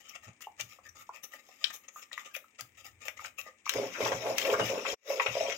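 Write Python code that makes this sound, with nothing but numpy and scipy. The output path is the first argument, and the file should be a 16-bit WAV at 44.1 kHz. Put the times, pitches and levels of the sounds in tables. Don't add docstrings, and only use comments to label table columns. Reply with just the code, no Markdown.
import sys
import numpy as np
from scipy import signal
from scipy.fft import rfft, irfft, next_fast_len
from scipy.io import wavfile
from scipy.ndimage import uniform_filter1d, map_coordinates

SR = 44100
rng = np.random.default_rng(int(sys.argv[2]) if len(sys.argv) > 2 else 0)


def put_to_file(sound):
    columns = np.atleast_2d(sound).T
    safe = np.clip(columns, -1, 1)
    whole_steps = np.round(safe * 32767)
    wavfile.write(sys.argv[1], SR, whole_steps.astype(np.int16))


N = 245637
TIME = np.arange(N) / SR


def amp(db):
    return 10 ** (np.asarray(db) / 20)


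def unit(x):
    return x / np.sqrt(np.mean(x ** 2) + 1e-20)


def along(points, hz):
    f, v = np.transpose(points)
    return np.interp(np.log(hz + 1), np.log(f + 1), v)


def filtered(x, response):
    n = x.shape[-1]
    m = next_fast_len(n + SR // 4)
    return irfft(rfft(x, m) * response(np.fft.rfftfreq(m, 1 / SR)), m)[..., :n]


def coloured(x, spectrum):
    def response(hz):
        cepstrum = irfft(np.log(amp(along(spectrum, hz))))
        half = len(cepstrum) // 2
        return np.exp(rfft(np.r_[cepstrum[0], 2 * cepstrum[1:half], np.zeros(half)]))
    return filtered(x, response)


def resonance(f, hz, width):
    return 1j * f * width / (hz * hz - f * f + 1j * f * width)


def cavity(x, hz, q):
    return filtered(x, lambda f: resonance(f, hz, hz / q) ** 2)


def ringing(x, modes):
    return filtered(x, lambda f: sum(amp(db) * resonance(f, hz, width) for hz, width, db in modes))


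def wobble(rate):
    return map_coordinates(rng.standard_normal(int(N * rate / SR) + 4), [TIME * rate])


def swell(s, rise, hold, fall, sag_db_per_s=31.5):
    t = TIME - s
    attack_db = np.minimum(20 * t / rise, 0)
    release_db = 20 * np.maximum(t - hold, 0) / fall
    return amp(attack_db - sag_db_per_s * np.clip(t, 0, hold) - release_db)


# f/Hz, correlation coefficient
COHERENCE = [(100, 0.9), (600, 0.9), (1400, 0.04), (2500, 0.29)]
def pair(n):
    def weights(hz):
        angle = np.arccos(along(COHERENCE, hz)) / 2
        return np.array([np.cos(angle), np.sin(angle)])
    mid, side = filtered(rng.standard_normal((2, n)), weights)
    return np.array([mid + side, mid - side])


def crackle(rate, life_s, spread_db, share):
    onsets = rng.random(N) < rate / SR
    sizes = onsets * amp(spread_db * np.clip(rng.standard_normal(N), -2, 2)) ** 2
    power = signal.lfilter([1], [1, -np.exp(-2 / (life_s * SR))], sizes)
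    return pair(N) * np.sqrt(1 - share + share * power / power.mean())


# f/Hz, level/dB
AIR_SPECTRUM = [(20, -37.5), (70, -4), (120, -14.5), (220, 1), (700, -10), (1500, -8.5), (2300, 6),
                (3200, -13.5), (4500, -24.5), (6700, -13.5), (8500, -7), (10000, -45.5), (16000, -23)]
# t/s, hold/s, level/dB
RUMBLES = [(0.27, 0.033, -71), (0.6, 0.053, -71), (0.877, 0.13, -71), (2.73, 0.1, -77), (2.903, 0.22, -67),
           (3.25, 0.18, -71)]
def kitchen(air_db=-67, rumble_floor_db=-94):
    swells = sum(amp(db) * swell(s, rise=0.17, hold=hold, fall=hold) for s, hold, db in RUMBLES)
    spectrum = [(20, -19), (50, -10), (70, -2.5), (95, 6.5), (160, -16), (400, -104)]
    rumble = (amp(rumble_floor_db) + swells) * unit(coloured(pair(N), spectrum))
    return amp(air_db) * unit(coloured(pair(N), AIR_SPECTRUM)) + rumble


# f/Hz, T60/s
REVERB_TIMES = [(150, 0.2), (1000, 0.19), (5000, 0.16), (15000, 0.27)]
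def walls(x, delay_s=0.0014):
    hz, t, z = signal.stft(pair(SR // 2), SR, nperseg=256)
    tail = signal.istft(z * amp(-60 * t / along(REVERB_TIMES, hz)[:, None]), SR, nperseg=256)[1]
    tail *= np.clip(np.arange(tail.shape[1]) / SR / delay_s - 1, 0, 1)
    echo = signal.fftconvolve(x, tail / np.linalg.norm(tail[0]), axes=1)[:, :N]
    return coloured(echo, [(200, -13.5), (600, -6.5), (1300, -2.5), (6000, -9), (14000, -7)])


# t/s, level/dB, f/Hz, rise/s
BUMPS = [(0.268, -49, 110, 0.013), (.608, -58, 114.5, 0.023), (2.607, -61, 117, 0.018),
         (3.745, -56, 62, 0.012), (4.019, -48, 118, 0.021), (4.131, -43, 121, 0.021),
         (4.372, -56, 58, 0.0073), (4.513, -48, 111, 0.018), (4.56, -57, 55, 0.014),
         (4.606, -37.5, 118.5, 0.017), (4.729, -55, 113, 0.011), (4.929, -54, 60, .009),
         (5.281, -47.5, 115, 0.021), (5.425, -59, 68, .016)]
def bumps(jitter_rad=0.17, rumble_db=-5):
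    out, t = np.zeros((2, N)), np.arange(SR // 3) / SR
    for s, db, hz, rise in BUMPS:
        rock = np.sin(2 * np.pi * hz * t + jitter_rad * wobble(70)[:len(t)])
        rumble = amp(rumble_db) * unit(cavity(pair(len(t)), hz, q=0.75))
        add(out, s, amp(db) * t / rise * np.exp(1 - t / rise) * (rock + rumble))
    return out


def add(track, s, sound):
    part = track[..., max(round(s * SR), 0):][..., :sound.shape[-1]]
    part += sound[..., :part.shape[-1]]


# f/Hz, bandwidth/Hz, gain/dB
BOWL_MODES = [(1744, 94, 12), (2130, 60, 2.5), (2640, 660, 4.5), (3410, 130, -12), (5000, 450, 7.5),
              (6540, 44, -0.5), (6850, 260, 4)]
def bowl(x):
    return filtered(x, lambda f: 1 + sum((amp(db) - 1) * resonance(f, hz, width)
                                         for hz, width, db in BOWL_MODES))


def folds(x, depth_db):
    z = signal.stft(x, nperseg=512)[2]
    field = uniform_filter1d(rng.standard_normal(z.shape[1:]), size=3, axis=0)
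    field = uniform_filter1d(field, size=8, axis=1)
    return signal.istft(z * amp(depth_db * unit(field)), nperseg=512)[1][:, :N]


# f/Hz, level/dB
HISS_SPECTRUM = [(1100, -63), (1550, -45.5), (1850, -4), (2100, -4), (2450, -3), (3100, -8), (3700, -7),
                 (4500, -19.5), (5400, -12), (6700, -5), (7700, -13), (8800, -21), (11000, -50)]
def simmer(level_db=-70.5):
    ticks = bowl(crackle(rate=45, life_s=0.005, spread_db=3, share=0.75))
    return amp(level_db) * unit(coloured(ticks, HISS_SPECTRUM))


def faint_spits(count=12, until_s=3.5, width_s=0.0064, hz=2000, whistle_db=-6, spray_db=-12):
    return [(until_s * when, width_s, -53 - 6 * weakness, hz * 2 ** (pitch - 0.5), whistle_db, spray_db)
            for when, weakness, pitch in rng.random((count, 3))]


# f/Hz, level/dB
THROAT_SPECTRUM = [(200, -19.5), (420, -16.5), (570, -3), (720, -10.5), (860, -4), (1000, -27), (1220, 9),
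                   (1400, -10), (1600, -22.5), (2200, -75.5)]
FIZZ_SPECTRUM = [(7000, -14.5), (8500, -48), (9800, -1), (11200, -3), (12200, 9.5), (14000, 6),
                 (16000, 3.5)]
# t/s, half-length/s, level/dB, whistle f/Hz, whistle and spray/dB re level
SPITS = [(0.071, 0.032, -56, 3000, -0.5, -15.5), (0.094, 0.0031, -53, 5680, 9.5, 4),
         (0.142, 0.0054, -56.5, 2200, 8, -18), (0.156, 0.0043, -41.5, 1250, -11, -20.5),
         (0.243, 0.0088, -51, 1880, -4, -11.5), (.284, 0.01, -53, 596, -16, -35),
         (0.419, 0.005, -45, 6870, -3, -3.5), (0.445, 0.0054, -54.5, 2830, 8.5, -12),
         (0.604, 0.0054, -39, 2405, 2, -24.5), (0.716, 0.02, -53.5, 5330, -9, -5),
         (0.865, 0.0071, -54, 1780, 5.5, -10), (0.893, 0.0024, -52.5, 5900, 6.5, -3.5),
         (0.966, 0.0073, -49.5, 1190, -13, -13.5), (1.003, 0.013, -52, 1260, -8, -4),
         (1.154, 0.013, -50.5, 2510, 1, -10), (1.242, 0.0052, -41, 5950, -1.5, 3),
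         (1.343, 0.014, -49.5, 1850, -6, -5.5), (1.508, 0.047, -59, 5250, -10, -7.5),
         (1.649, 0.023, -46, 2570, -13, -13.5), (1.706, 0.003, -37, 1770, -6, -15.5),
         (1.746, 0.0089, -41.5, 6040, -4.5, -1), (1.886, 0.0024, -43, 6550, 1, -19.5),
         (1.975, 0.022, -60.5, 6660, 7.5, 5.5), (2.029, 0.0052, -44, 5440, -7, -16),
         (2.134, 0.0063, -43, 3680, -2.5, -22.5), (2.19, 0.019, -49.5, 2050, -4, -10),
         (2.26, 0.0059, -44, 2900, -4, -17), (2.349, 0.0051, -46, 2600, 7.5, 4.5),
         (2.365, 0.0045, -42.5, 5300, -18, 1.5), (2.597, 0.0053, -39.5, 2620, -10.5, -18.5),
         (2.792, 0.011, -50.5, 2660, -8.5, -9.5), (2.86, .011, -47.5, 2670, -10, -8),
         (3.024, 0.0094, -47.5, 2270, -4, -16.5), (3.067, 0.012, -44, 2640, -0.5, -4.5),
         (3.175, 0.0041, -46.5, 2050, 0, -15), (3.194, 0.0033, -49.5, 2170, 7, -16),
         (3.209, 0.0089, -51, 2250, -5, -5), (3.252, 0.011, -42, 2490, -4.5, -12.5),
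         (3.393, 0.0067, -41, 2580, 5.5, -1.5), (3.475, 0.0096, -51, 1900, 4, -30)]
def spits(whistle_q=10, crater_hz=1330):
    powers, whistles = np.zeros((3, N)), np.zeros((2, N))
    for s, width, db, hz, whistle_db, spray_db in SPITS + faint_spits():
        skew = np.where(TIME < s, 0.8, 1.15)
        opening = np.exp(-0.25 * ((TIME - s) / (width * skew)) ** 2)
        throat_db = -4.5 - 3 * np.log2(hz / crater_hz)
        powers += (amp([[db], [db + throat_db], [db + spray_db]]) * opening) ** 2
        start = max(s - 0.06, 0)
        envelope = opening[round(start * SR):][:SR // 8]
        whistle = unit(cavity(pair(len(envelope)), hz, whistle_q))
        add(whistles, start, amp(db + whistle_db) * envelope * whistle)
    steam = folds(bowl(crackle(rate=330, life_s=0.0009, spread_db=3, share=0.55)), depth_db=3.5)
    bands = zip(powers, (HISS_SPECTRUM, THROAT_SPECTRUM, FIZZ_SPECTRUM))
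    return whistles + sum(np.sqrt(power) * unit(coloured(steam, spectrum)) for power, spectrum in bands)


def pop(hz, t60, crack_db, scatter_db, attack_cycles, crack_t60=0.017, scatter_t60=0.024):
    t = np.arange(SR // 8) / SR
    ring = np.sin(2 * np.pi * hz * t) * amp(-60 * t / t60)
    crack_spectrum = [(300, -38.5), (2500, -23), (4500, 0.5), (6300, 9), (9500, -13.5), (14000, -3.5)]
    crack = unit(coloured(pair(len(t)), crack_spectrum)) / 2
    scatter = unit(cavity(pair(len(t)), hz, q=1)) * amp(scatter_db - 60 * t / scatter_t60)
    attack = 1 - np.exp(-(t * hz / attack_cycles) ** 2)
    passband = [(0.14 * hz, -20), (0.45 * hz, 0), (1.56 * hz, 0), (1.56 * hz, -16)]
    body = coloured(attack * (ring + scatter), passband)
    return body + amp(crack_db - 60 * t / crack_t60) * crack


# t/s, level/dB, f/Hz, T60/s, splash/dB re level
BUBBLES = [(.154, -40.5, 690, 0.03, -24), (.4688, -21.5, 840, 0.019, -14.5),
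           (0.785, -38.5, 880, 0.0046, 0.5), (1.091, -15, 950, 0.0092, -15.5),
           (1.335, -33, 1885, 0.038, -12), (1.34, -44, 595, 0.052, -4.5), (1.487, -47, 763, 0.049, 4.5),
           (1.959, -29.5, 1227, 0.031, -11), (2.113, -36, 1900, 0.047, -1.5),
           (2.176, -27.5, 1170, 0.024, -20), (2.1771, -11.5, 1970, 0.0087, -19),
           (2.257, -41.5, 523, 0.028, -16), (2.35, -20.5, 2460, 0.014, -8.5), (2.363, -31, 580, 0.027, -9),
           (2.441, -45.5, 1280, 0.042, -7), (3.081, -29, 612, 0.025, -7), (3.192, -32, 1236, 0.036, -10),
           (3.219, -35, 820, .018, -16), (3.2455, -25.5, 1920, 0.012, 1.5), (3.461, -40, 620, 0.029, -1),
           (3.484, -43, 520, 0.05, -4), (3.664, -16.5, 1180, 0.016, -18), (3.6758, -16, 2330, 0.01, -20)]
def bubbles():
    out = np.zeros((2, N))
    for s, db, hz, t60, splash_db in BUBBLES:
        add(out, s, amp(db) * pop(hz, t60, crack_db=-28, scatter_db=splash_db, attack_cycles=2.44))
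    return out


# t/s, level/dB, f/Hz, crack gain/dB
CLICKS = [(0.407, -32.5, 1350, -10.5), (0.4195, -36.5, 5000, -2), (.6015, -23.5, 2650, 1.5),
          (0.6094, -13.5, 3340, -5), (1.6418, 1, 3630, -29.5), (2.1298, -23.5, 3560, -8),
          (2.364, -24, 2490, -4), (2.6085, -23, 2370, 4.5), (3.0825, -11.5, 2410, -12.5),
          (3.2599, -28.5, 5270, -3.5), (3.4125, -24.5, 2670, -6), (3.6935, -2, 2760, -9),
          (3.7378, -13, 2300, -9.5), (4.382, -9, 2260, -0.5)]
def dish_clicks():
    out = np.zeros((2, N))
    for s, db, hz, crack_db in CLICKS:
        add(out, s, amp(db) * pop(hz, t60=0.0019, crack_db=crack_db, scatter_db=-15, attack_cycles=0.41))
    return out


def squelch(rate, hz, octaves, cycles, spread_db):
    chance = rng.standard_normal((int(rate * N / SR), 2))
    t = np.arange(SR // 60) / SR
    pitch = hz * 2 ** (octaves * np.clip(chance[:, :1], -1.5, 2))
    size = amp(spread_db * np.clip(chance[:, 1:], -2, 2))
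    rings = size * np.sin(2 * np.pi * pitch * t) * np.exp(-2 * pitch * t / cycles)
    where = rng.integers(0, N - len(t), (len(chance), 1)) + np.arange(len(t))
    return np.bincount(where.ravel(), rings.ravel(), N)


# f/Hz, level/dB
SIZZLE_SPECTRUM = [(700, -34.5), (1250, -14.5), (1550, -25.5), (2000, -11.5), (2450, -6), (3100, -12.5),
                   (3800, -9), (4500, -20.5), (5500, -2.5), (6800, -7), (7800, -17.5), (8800, -31),
                   (11000, -64)]
# t/s, hold/s, level/dB, fizz/dB re level
FLARES = [(3.763, 0.042, -38.5, -17), (4.017, 0.072, -32, -14.5), (4.214, 0.13, -47.5, -10),
          (4.411, 0.12, -31, -10.5), (4.668, 0.036, -32.5, -13), (4.918, 0.011, -34, -13),
          (5.074, 0.16, -39, -12), (5.327, 0.13, -39.5, -15), (5.502, 0.028, -36, -28.5)]
def stirred_sizzle(start_s=3.657, sizzle_db=-42.5, fizz_db=-59.5, flutter_db=2.5):
    stirred = np.clip((TIME - start_s) / 0.0016 + 1, 0, 1)
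    sizzle_power, fizz_power = (stirred * amp([[sizzle_db], [fizz_db]])) ** 2
    for s, hold, db, flare_fizz_db in FLARES:
        flare = amp(db) * swell(s, rise=0.056, hold=hold, fall=0.029)
        sizzle_power += flare ** 2
        fizz_power += (amp(flare_fizz_db) * flare) ** 2
    frying = folds(bowl(crackle(rate=800, life_s=0.0007, spread_db=3.5, share=0.38)), depth_db=4.8)
    pockets = np.array([squelch(550, 2400, octaves=0.739, cycles=9, spread_db=-1.5) for _ in range(2)])
    sticky = np.array([squelch(130, 2745, octaves=0.342, cycles=23, spread_db=2) for _ in range(2)])
    squelches = amp(-3) * unit(coloured(pockets, SIZZLE_SPECTRUM)) + amp(-5) * unit(sticky)
    sizzle = np.sqrt(sizzle_power) * unit(unit(coloured(frying, SIZZLE_SPECTRUM)) + squelches)
    fizz = np.sqrt(fizz_power) * unit(coloured(frying, FIZZ_SPECTRUM))
    return amp(flutter_db * wobble(40)) * (sizzle + fizz)


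# f/Hz, bandwidth/Hz, gain/dB
RIM_MODES = [(847, 20, -2.5), (959, 9.7, 12), (1095, 15, 0.5), (1106, 27, -4), (1390, 25, -10),
             (1910, 20, -9), (2220, 76, 7.5), (2395, 44, -1.5), (2520, 150, 9.5), (2710, 110, 0.5),
             (3320, 30, -10.5), (3230, 43, 1.5)]
# t/s, level/dB, centre f/Hz, T60/s
SMACKS = [(3.947, -37.5, 1900, 0.22), (4.004, -33.5, 2420, .05), (4.058, -24, 1270, 0.042),
          (4.12, -30.5, 1740, 0.04), (4.264, -26, 2396, 0.03), (4.38, -20, 3600, 0.062),
          (4.414, -29, 3000, 0.076), (4.448, -26, 2550, 0.079), (4.499, -27, 2700, 0.035),
          (4.536, -27.5, 1400, 0.094), (4.597, -26.5, 2500, 0.067), (4.677, -38, 3280, 0.073),
          (4.849, -31, 1230, 0.058), (4.857, -31.5, 2400, 0.14), (5.196, -22, 1630, 0.072),
          (5.197, -21.5, 2460, 0.04), (5.261, -24, 2400, 0.065), (5.497, -31, 2380, 0.073),
          (5.518, -28.5, 2480, 0.067)]
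def smacks(rise_s=0.0019, ring_db=-5):
    out, t = np.zeros((2, N)), np.arange(SR // 6) / SR
    tearing = folds(crackle(rate=900, life_s=0.0015, spread_db=2.5, share=0.6), depth_db=4.5)
    for s, db, hz, t60 in SMACKS:
        burst = cavity(tearing[:, rng.integers(N - len(t)):][:, :len(t)], hz, q=0.74)
        wet = unit(coloured(burst, [(1.39 * hz, 0), (2.78 * hz, -20)]))
        add(out, s, amp(db - 60 * t / t60) * (1 - np.exp(-t / rise_s)) * wet)
    return out + amp(ring_db) * ringing(out, RIM_MODES)


# f/Hz, bandwidth/Hz, gain/dB
POT_MODES = [(437.4, 9.5, 6), (451, 164, 1.5), (559.3, 57, 6.5), (636, 72, 0), (699, 43, -11.5),
             (834, 120, -1.5), (1090, 130, -18)]
# t/s, level/dB, f/Hz, clack/dB re level
KNOCKS = [(3.758, -32.5, 504, -12), (3.784, -28.5, 536, -24), (3.797, -29, 526, -26),
          (3.832, -28.5, 436, -14), (4.005, -23.5, 479, -13), (4.033, -34, 540, -14),
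          (4.118, -25, 490, -2.5), (4.258, -27, 645, -28), (4.271, -29.5, 597, -32), (4.453, -34, 577, -16),
          (4.495, -23.5, 423, -10), (4.529, -22.5, 425, -12), (4.5948, -26, 454, 1.5),
          (4.602, -28, 533, -12), (4.698, -32.5, 520, -20), (4.733, -28.5, 556, -29),
          (4.778, -28.5, 440, -7.5), (4.929, -31.5, 473, -10.5), (5.103, -25.5, 590, -18),
          (5.133, -27.5, 570, -17), (5.26, -29.5, 508, 1), (5.353, -26.5, 575, -37), (5.369, -30, 567, -35),
          (5.408, -27.5, 620, -32), (5.483, -30, 558, -20)]
def knocks(grit_db=-12, grit_t60=0.14, clack_hz=1020, clack_t60=0.081, cushion_s=0.0013, push_db=-4):
    out, t = np.zeros((2, N)), np.arange(SR // 8) / SR
    impulse = signal.unit_impulse(len(t))
    for s, db, hz, clack_db in KNOCKS:
        ring = cavity(ringing(impulse, POT_MODES), hz, q=2.86)
        push = cavity(impulse, hz, q=1.07)
        body = ring / np.abs(ring).max() + amp(push_db) * push / np.abs(push).max()
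        grit = amp(grit_db - 60 * t / grit_t60) * unit(coloured(pair(len(t)), SIZZLE_SPECTRUM))
        clack = amp(-60 * t / clack_t60) * unit(cavity(pair(len(t)), clack_hz, q=0.9))
        cushion = 1 - np.exp(-t / cushion_s)
        add(out, s, amp(db) * (body + amp(clack_db) * cushion * (grit + clack)))
    return out


# t/s at full push, rise/s, hold/s, scrape level/dB, f/Hz, focus depth/dB, thud level/dB, rim/dB re scrape
STROKES = [(3.76, 0.035, 0.081, -34.5, 460, 9, -46, -14), (4.009, 0.041, 0.13, -34, 457, 5.5, -55, -11),
           (4.263, 0.078, 0.055, -33, 578, 8.5, -50, -10.5),
           (4.476, 0.089, 0.062, -31.5, 460, 7, -68, -13.5), (4.591, 0.022, 0.02, -32, 564, 8, -44, -5.5),
           (4.708, 0.04, 0.07, -36, 446, 8.5, -53, -9.5), (4.882, 0.093, 0.038, -40, 510, 12.5, -68, 0),
           (5.094, 0.088, 0.11, -37.5, 497, 27.5, -89, -5.5),
           (5.261, 0.011, 0.01, -39.5, 550, 19, -74, 1.5), (5.35, 0.016, 0.03, -32.5, 574, 43.5, -70, -22),
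           (5.412, 0.033, 0.042, -34.5, 622, 38, -60, -7.5), (5.481, 0.023, 0.019, -41, 537, 29, -73, -4.5)]
def rocking(lag_s=0.0098, settle_s=0.16):
    shove = sum(amp(thud_db) * swell(s + lag_s, rise, hold, settle_s)
                for s, rise, hold, *_, thud_db, rim_db in STROKES)
    return shove * thud()


# f/Hz, level/dB
THUD_SPECTRUM = [(20, -44), (50, -34), (72, -17), (92, -29), (116, 4), (145, -18.5), (200, -3), (320, -0.5),
                 (600, -69)]
def thud():
    return unit(coloured(pair(N), THUD_SPECTRUM))


def rim(release_s=0.13):
    pushes = [amp(db + rim_db) * swell(s, rise, hold, release_s)
              for s, rise, hold, db, *_, rim_db in STROKES]
    friction = crackle(rate=340, life_s=0.0052, spread_db=4, share=0.78)
    singing = unit(folds(ringing(friction, RIM_MODES), depth_db=7))
    return np.linalg.norm(pushes, axis=0) * singing


def scraping(release_s=0.086, focus_octaves=0.53, wander_octaves=0.048):
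    pushes = np.array([amp(db) * swell(s, rise, hold, release_s) for s, rise, hold, db, *_ in STROKES])
    tones = np.array([(hz, depth_db) for *_, hz, depth_db, thud_db, rim_db in STROKES])
    pitch, depth_db = tones[pushes.argmax(axis=0)].T
    pitch = pitch * 2 ** (wander_octaves * wobble(25))
    friction = crackle(rate=100, life_s=0.021, spread_db=4.5, share=0.33)
    hz, frames, z = signal.stft(ringing(friction, POT_MODES), SR, nperseg=1024)
    octaves = np.log2((hz[:, None] + 1) / np.interp(frames, TIME, pitch))
    bell = np.exp(-0.5 * (octaves / focus_octaves) ** 2)
    focus = amp(np.interp(frames, TIME, depth_db) * (bell - 2))
    slips = signal.istft(z * focus, SR, nperseg=1024)[1][:, :N]
    power = uniform_filter1d(np.mean(slips ** 2, axis=0), size=SR // 16)
    grain = slips / np.sqrt(np.abs(power) + 1e-20)
    return np.linalg.norm(pushes, axis=0) * grain


# f/Hz, gain/dB re left
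RIGHT_RESPONSE = [(100, -1.5), (550, 0.5), (1100, 0.5), (1800, -7.5), (2400, -19.5), (3500, -9.5),
                  (6500, -14.5), (9000, 1), (13000, -8)]
def scene(left_lag_s=0.00014):
    direct = simmer() + spits() + bubbles() + dish_clicks()
    direct += stirred_sizzle() + smacks() + scraping() + rim() + rocking() + knocks() + bumps()
    left, right = direct + walls(direct) + kitchen()
    left = filtered(left, lambda hz: np.exp(-2j * np.pi * hz * left_lag_s))
    return np.array([left, coloured(right, RIGHT_RESPONSE)])


def record(dry, drop_s=4.942, back_s=5.095, cut_db_per_s=2307, return_db_per_s=370, top_hz=15800):
    dropout_db = np.maximum((drop_s - TIME) * cut_db_per_s, (TIME - back_s) * return_db_per_s)
    gain = amp(np.minimum(dropout_db, 0))
    hiss = amp(-87) * unit(coloured(pair(N), AIR_SPECTRUM))
    return filtered(dry * gain + hiss, lambda hz: hz < top_hz)


dry = scene()
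out = record(dry)
put_to_file(out)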